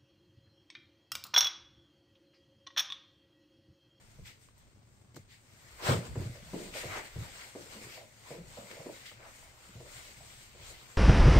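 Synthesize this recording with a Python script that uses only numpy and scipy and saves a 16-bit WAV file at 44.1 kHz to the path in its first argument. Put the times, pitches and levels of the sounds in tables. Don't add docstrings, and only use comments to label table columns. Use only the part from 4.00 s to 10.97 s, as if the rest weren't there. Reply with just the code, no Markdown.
import sys
import numpy as np
from scipy import signal
from scipy.fft import rfft, irfft, next_fast_len
from scipy.io import wavfile
from scipy.ndimage import uniform_filter1d, map_coordinates

SR = 44100
rng = np.random.default_rng(int(sys.argv[2]) if len(sys.argv) > 2 else 0)


def wav_record(signal):
    frames = np.transpose(np.atleast_2d(signal))
    bounded = np.clip(frames, -1, 1)
    quanta = np.round(bounded * 32767).astype(np.int16)
    wavfile.write(sys.argv[1], SR, quanta)


N = 307414

# freq_hz, density_db (per Hz)
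HUSH_SPECTRUM = [(35, -58), (60, -18), (115, -5), (139, -10.5), (152, -19.5), (196, -16), (278, -21),
                 (404, -24.5), (690, -28.5), (1300, -31), (2540, -38.5), (5500, -39), (8500, -42.5),
                 (12000, -80), (15700, -52)]
RUMBLE_SPECTRUM = [(10, -18), (18, -8), (28, 3.5), (45, -5.5), (70, 1), (100, -60)]
HUSH_DB, STEADY_HAND_DB = -64.5, -81
# (per 10 dB, both ways)
HAND_JOLTS = [(0.07, -62.4, 69.0), (0.23, -47, 35.0), (0.6, -61, 125.0), (0.93, -67, 63),
              (1.21, -62, 105.0), (1.75, -58.5, 85.0), (1.94, -50, 52.0), (2.12, -42, 35.0),
              (2.25, -42, 59), (2.53, -54, 266.0), (2.9, -52, 61), (3.21, -44.5, 61), (3.41, -63, 47.0),
              (3.75, -61, 192.0), (4.45, -54, 93), (4.88, -64, 198.0), (5.39, -60, 165.0),
              (5.83, -58, 134.5), (6.21, -57.5, 266.0), (6.67, -52, 58), (6.82, -60, 266.0)]

# time_s, drag_db
FUR_SHUFFLE = [(0, -72.5), (.2, -73), (.4, -83), (.72, -92), (1.25, -83.5), (1.42, -76.5), (1.55, -69.5),
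               (1.8, -64), (2.1, -85), (3.1, -94), (3.62, -60.5), (4.06, -69), (5.2, -88), (6.4, -73.5),
               (6.55, -72), (6.97, -63.7)]
# weight_db, rasp_db, sheen_db
SHUFFLE_LAYERS_DB = (-0.8, -0.5, 2)
# weight_db, rasp_db (claws in the weave), sheen_db
COVER_STROKES = [(0.259, -51.5, 9.5, 52, -10.5, -2.5, -5), (0.415, -67, 21.0, 69.0, -3, -3.0, 4),
                 (0.56, -73.5, 10.0, 270.0, -2.5, -2, -1.5), (0.99, -80.2, 133.0, 75.0, 5.0, 4.0, 10.0),
                 (1.165, -67, 18, 55, -2, 4, 3), (1.306, -59.5, 13, 64, -11, -1.5, -5.0),
                 (1.8, -64, 16, 60.0, 10, 13, -6.0), (1.878, -32.5, 27, 57.0, 5.5, -1, -4.5),
                 (2.043, -54, 19.0, 69, 3, -4, 0.0), (2.181, -53.5, 39, 128.5, 0, -0.5, -1.0),
                 (2.344, -59.1, 18, 42.0, -5, 0, 2.0), (2.548, -52.5, 112.0, 285.0, -1.5, -4.5, -2),
                 (2.668, -58, 148.0, 24.0, -5.5, 2.0, 4.5), (2.751, -44, 15, 125.0, -4, -0.5, -2),
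                 (2.957, -46, 51.0, 48, 8.5, 8, -1.5), (3.05, -53, 18.0, 39, -3, 1.5, 1.0),
                 (3.279, -57, 201, 17, 1, -2, -0.5), (3.441, -51, 167, 75, -1.0, 0.5, -1.0),
                 (3.723, -50, 15, 55.0, -1.5, -5, -3), (3.849, -52.2, 48.0, 21.0, -4, -0.5, 1.5),
                 (3.983, -51.2, 110, 32, -5.5, 2, -4), (4.329, -53, 85, 48, -1.5, -1, -1),
                 (4.55, -54, 81, 167, 0, -3, 0.5), (4.69, -58, 11.0, 311, -2.5, 1.0, 0),
                 (4.92, -57, 21, 120, -2, -0.0, 2), (5.0, -60, 82, 80.0, -8.5, 1, -3),
                 (5.061, -51, 9.5, 63, -16, 0, -6), (5.26, -60.6, 57.0, 29, 8.5, 5, -5),
                 (5.323, -59, 68.0, 178.0, -0.5, 0, 2.5), (5.62, -59, 96.0, 275, -0.5, -3.5, -0.5),
                 (6.004, -54, 133.0, 15.0, -1.5, -3, 0.5), (6.04, -53, 74.0, 94, -2.5, -2, 0.5),
                 (6.33, -56, 183.0, 99, -3.0, -3.5, 2), (6.46, -58, 77, 29.0, -7, -2, 1.5),
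                 (6.704, -51, 67, 28, -5.5, -6.0, 0), (6.83, -55.5, 264.0, 86.0, -5.0, -5, -8)]
# freq_hz, density_db (per Hz)
DRAG_SPECTRUM = [(1500, -32), (2500, -12), (3200, -11), (4700, -11.5), (6000, -19), (7500, -29),
                 (11000, -32)]
WEIGHT_SPECTRUM = [(250, -9), (500, -3), (850, -3), (1250, -2.5), (1600, -2.5), (2000, -23), (3200, -74)]
RASP_SPECTRUM = [(1100, -31), (1550, -11), (1800, -3.5), (2150, -0.5), (2500, -7), (3300, -15.5),
                 (5000, -70)]
SHEEN_SPECTRUM = [(3240, -10), (5500, -2), (6700, 0.5), (7400, 2), (8500, -3.5), (10500, -3.5),
                  (13000, -14.5), (15700, -18)]

# start_s, level_db (nominal peak), pitch_hz, t60_s (of the echoes)
PADDED_KNOCKS = [(0.186, -55, 440, 0.16), (1.143, -53, 256, 0.16), (1.166, -42, 297, 0.056),
                 (1.799, -48, 880, 1), (1.887, -25.5, 470, 0.43), (1.898, -27.5, 252, 0.54),
                 (2.157, -36, 390, 0.44), (2.214, -40.5, 360, 0.35), (2.351, -49.5, 554, 0.42),
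                 (2.466, -58.5, 664, 0.41), (2.535, -32.5, 378, 0.74), (2.753, -37, 545, 0.23),
                 (2.836, -37, 487, 0.41), (2.954, -44.5, 845, 0.27), (3.158, -43, 267, 0.45),
                 (3.552, -38, 403, 0.39), (3.748, -48, 400, 0.99), (3.862, -46, 358, 0.15),
                 (3.973, -46, 594, 0.4), (4.009, -51, 630, 0.25), (4.306, -38.5, 470, 0.46),
                 (4.345, -45.5, 476, 0.3), (4.392, -57, 470, 0.67), (4.572, -40.5, 570, 0.48),
                 (4.706, -45, 443, 0.59), (4.767, -45, 550, 0.23), (4.798, -44, 560, 0.54),
                 (4.86, -36.5, 373, 0.31), (4.891, -39, 477, 0.18), (5.113, -54.5, 530, 0.21),
                 (5.197, -52, 550, 0.53), (5.257, -50, 696, 0.21), (5.425, -58.5, 700, 1),
                 (5.689, -53, 271, 0.36), (5.758, -53, 494, 0.21), (5.803, -45.5, 470, 0.44),
                 (5.855, -51, 555, 0.26), (6.202, -52.5, 711, 0.38), (6.548, -54, 473, 1)]
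# mode_hz, width_hz, gain_db
FRAME_MODES = [(177, 27, 4.5), (298, 70, 4), (357, 47, -1.5), (439.5, 28.5, 1.5), (477.7, 27, -3.5),
               (544, 17.7, 4.5), (608, 69, -5), (687, 45, 4), (784, 49, -5), (851, 78, 3), (1003, 42, 2.5),
               (1080, 51, 2)]
# start_s, level_db (nominal peak before narrowing), pitch_hz, t60_s (of the echoes)
MATTRESS_THUMPS = [(0.189, -43.5, 132, 0.2), (0.224, -47, 110, 0.24), (1.161, -45, 139, 0.22),
                   (1.188, -49.5, 111, 0.41), (1.887, -19, 121, 0.16), (1.909, -20.5, 119, 0.36),
                   (2.09, -41, 111, 0.94), (2.171, -29, 110, 0.39), (2.199, -26.5, 106, 0.13),
                   (2.255, -30, 128, 0.16), (2.295, -33, 115, 0.088), (2.424, -50, 153, 0.62),
                   (2.531, -33.5, 176, 0.45), (2.852, -37.5, 106, 0.29), (3.159, -34, 110, 0.19),
                   (3.186, -30.5, 97, 0.17), (3.215, -31.5, 105, 0.098), (3.755, -48.5, 210, 0.53),
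                   (3.849, -47, 121, 0.23), (4.305, -45, 150, 0.46), (4.382, -41.5, 179, 0.22),
                   (4.475, -50, 118, 0.33), (4.584, -46.5, 205, 0.29), (4.791, -46.5, 154, 0.25),
                   (5.138, -54, 110, 0.17), (5.753, -41.5, 116, 0.39), (5.954, -53, 113, 0.25),
                   (6.175, -49.5, 114, 0.71), (6.599, -48, 92, 0.24)]
# start_s, level_db (nominal peak), pitch_hz, t60_s (of the echoes), left_right_db
FOIL_CLAW_TICKS = [(0.487, -52.5, 1190, 0.016, -12), (.579, -62, 7400, 0.12, 1),
                   (1.145, -54, 4440, 0.029, 1), (1.16, -46.5, 4940, 0.027, 3), (1.164, -47, 6600, 0.03, 3),
                   (1.168, -50, 5000, 0.07, -4), (1.165, -42, 980, 0.025, -3), (2.154, -46, 1090, 0.087, 0),
                   (2.739, -41, 2230, 0.053, 4), (2.769, -40.5, 3500, .1, -5),
                   (3.411, -41, 2500, 0.036, -1), (4.712, -39.5, 2260, 0.032, 5),
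                   (5.06, -43, 2790, 0.079, 1), (5.115, -46.5, 1200, 0.039, -2),
                   (5.204, -55, 1600, 0.047, 7)]
CREST_DB = 9
BLOW_S = 0.4

# freq_hz, correlation (-1 to 1)
CHANNEL_LIKENESS = [(30, 0.21), (80, 0.99), (150, 0.68), (300, 0.59), (600, 0.54), (1000, -0.028),
                    (1400, -0.11), (2000, -0.051), (3000, -0.0032), (6000, 0.018), (15000, -0.0099)]
# freq_hz, left_right_db
PORT_LEAN = [(60, 0.5), (300, 3.5), (700, 0), (1290, 1), (2380, 4.5), (4400, 0), (6000, 0.5), (8120, 6.5),
             (10500, 3.5), (15000, 1.5)]
# freq_hz, gain_db
DUCT_COLOUR = [(6800, 1.5), (7250, 4), (7900, 3.5), (8650, 8.5), (9250, -4), (9800, -15.5), (10400, -7.5),
               (11400, 0.5), (12500, 7)]
TOP_HZ = 15720


def amp(db):
    return 10 ** (np.asarray(db) / 20)


def unit(x):
    return x / np.sqrt(np.mean(x ** 2) + 1e-20)


def along(points, hz):
    f, values = np.transpose(points)
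    return np.interp(np.log(hz + 1), np.log(f + 1), values)


def wobble(rate_hz):
    knots = rng.standard_normal(int(N * rate_hz / SR) + 4)
    return map_coordinates(knots, [np.arange(N) * rate_hz / SR])


def filtered(x, response):
    n = x.shape[-1]
    padded = next_fast_len(n + 4096)
    hz = np.fft.rfftfreq(padded, 1 / SR)
    return irfft(rfft(x, padded) * response(hz), padded)[..., :n]


def resonance(hz, width_hz):
    return lambda f: 1j * f * width_hz / (hz * hz - f * f + 1j * f * width_hz)


def spread(pair):
    def mid_side_gains(hz):
        angle = np.arccos(np.clip(along(CHANNEL_LIKENESS, hz), -1, 1)) / 2
        return np.array([np.cos(angle), np.sin(angle)])

    mid, side = filtered(pair, mid_side_gains)
    return np.array([mid + side, mid - side])


def rush(spectrum, patchy_db, grain_db):
    bins = signal.stft(rng.standard_normal((2, N)), nperseg=512)[2]
    patches = rng.standard_normal(bins.shape[1:])
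    patches = uniform_filter1d(patches, size=6, axis=0)
    patches = uniform_filter1d(patches, size=10, axis=1)
    pair = signal.istft(bins * amp(patchy_db * unit(patches)), nperseg=512)[1][:, :N]
    pair = pair * amp(grain_db * wobble(350))
    coloured = filtered(pair, lambda hz: amp(along(spectrum, hz)))
    return unit(spread(coloured))


def swell(centre_s, level_db, rise_ms, fall_ms):
    ms = 1000 * (np.arange(N) / SR - centre_s)
    before = amp(np.minimum(-10 * ms / rise_ms, 200))
    after = amp(np.minimum(10 * ms / fall_ms, 200))
    return (amp(level_db) / (before + after)) ** 2


def add_blow(out, start_s, level_db, t60_s, response, push, rise_s, left_right_db):
    t = np.arange(round(BLOW_S * SR)) / SR
    echoes = spread(rng.standard_normal((2, len(t))))
    echoes *= (1 - np.exp(-t / rise_s)) * amp(-60 * t / t60_s)
    echoes[:, 0] -= push
    blow = filtered(echoes, response)
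    opening = blow[:, :round(min(t60_s, 0.3) * SR / 8)]
    blow *= amp(level_db - CREST_DB) / np.sqrt(np.mean(opening ** 2))
    blow *= amp([[left_right_db / 2], [-left_right_db / 2]])
    out[:, round(start_s * SR):][:, :len(t)] += blow


def room():
    hush = amp(HUSH_DB + 0.32 * wobble(2.2)) * rush(HUSH_SPECTRUM, patchy_db=0.6, grain_db=2.5)
    rumble = rush(RUMBLE_SPECTRUM, patchy_db=0, grain_db=0)
    hand_power = amp(2 * STEADY_HAND_DB)
    for centre_s, level_db, slope_ms in HAND_JOLTS:
        hand_power = hand_power + swell(centre_s, level_db, slope_ms, slope_ms)
    return hush + np.sqrt(hand_power) * rumble


def cover():
    shuffle_s, shuffle_db = np.transpose(FUR_SHUFFLE)
    shuffle_power = amp(2 * np.interp(np.arange(N) / SR, shuffle_s, shuffle_db))
    power = shuffle_power * amp(2 * np.array([0, *SHUFFLE_LAYERS_DB]))[:, None]
    for centre_s, drag_db, rise_ms, fall_ms, *layers_db in COVER_STROKES:
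        layer_gains = amp(2 * np.array([0, *layers_db]))[:, None]
        power = power + swell(centre_s, drag_db, rise_ms, fall_ms) * layer_gains
    drag, weight, rasp, sheen = np.sqrt(power) * amp(0.52 * wobble(45))
    return (drag * rush(DRAG_SPECTRUM, patchy_db=1.5, grain_db=0.8)
            + weight * rush(WEIGHT_SPECTRUM, patchy_db=1.82, grain_db=0.5)
            + rasp * rush(RASP_SPECTRUM, patchy_db=1.76, grain_db=1.5)
            + sheen * rush(SHEEN_SPECTRUM, patchy_db=2.0, grain_db=0.3))


def frame(f):
    response = 0.66
    for k, (mode_hz, width_hz, gain_db) in enumerate(FRAME_MODES):
        response = response + (-1) ** k * amp(gain_db) * resonance(mode_hz, width_hz)(f)
    return response


def knocks():
    out = np.zeros((2, N + SR))
    for start_s, level_db, hz, t60_s in PADDED_KNOCKS:
        hump = resonance(hz, 340 * (400 / hz) ** 0.43)
        add_blow(out, start_s, level_db, t60_s, lambda f: hump(f) ** 2 * frame(f) / (1 + 1j * f / 1300),
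                 push=30, rise_s=0.001, left_right_db=-2)
    return out[:, :N]


def thumps():
    out = np.zeros((2, N + SR))
    for start_s, level_db, hz, t60_s in MATTRESS_THUMPS:
        boom, skirt = resonance(hz, 36), resonance(hz, 170)
        add_blow(out, start_s, level_db, t60_s, lambda f: boom(f) * skirt(f) ** 2,
                 push=21, rise_s=0.0032, left_right_db=-6)
    mid = out.mean(axis=0)
    return (mid + 0.27 * (out - mid))[:, :N]


def ticks():
    out = np.zeros((2, N + SR))
    for start_s, level_db, hz, t60_s, left_right_db in FOIL_CLAW_TICKS:
        edge = resonance(hz, 1.2 * hz)
        add_blow(out, start_s, level_db, t60_s, lambda f: edge(f) ** 2 / (1 + 1j * f / 8000),
                 push=3.5, rise_s=0.0006, left_right_db=left_right_db)
    return out[:, :N]


def scene():
    return room() + cover() + knocks() + thumps() + ticks()


def record(dry):
    def ports(hz):
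        lean_db = np.outer([0.5, -0.5], along(PORT_LEAN, hz))
        return amp(along(DUCT_COLOUR, hz) + lean_db) * (hz < TOP_HZ)

    return filtered(dry, ports)


dry = scene()
out = record(dry)
wav_record(out)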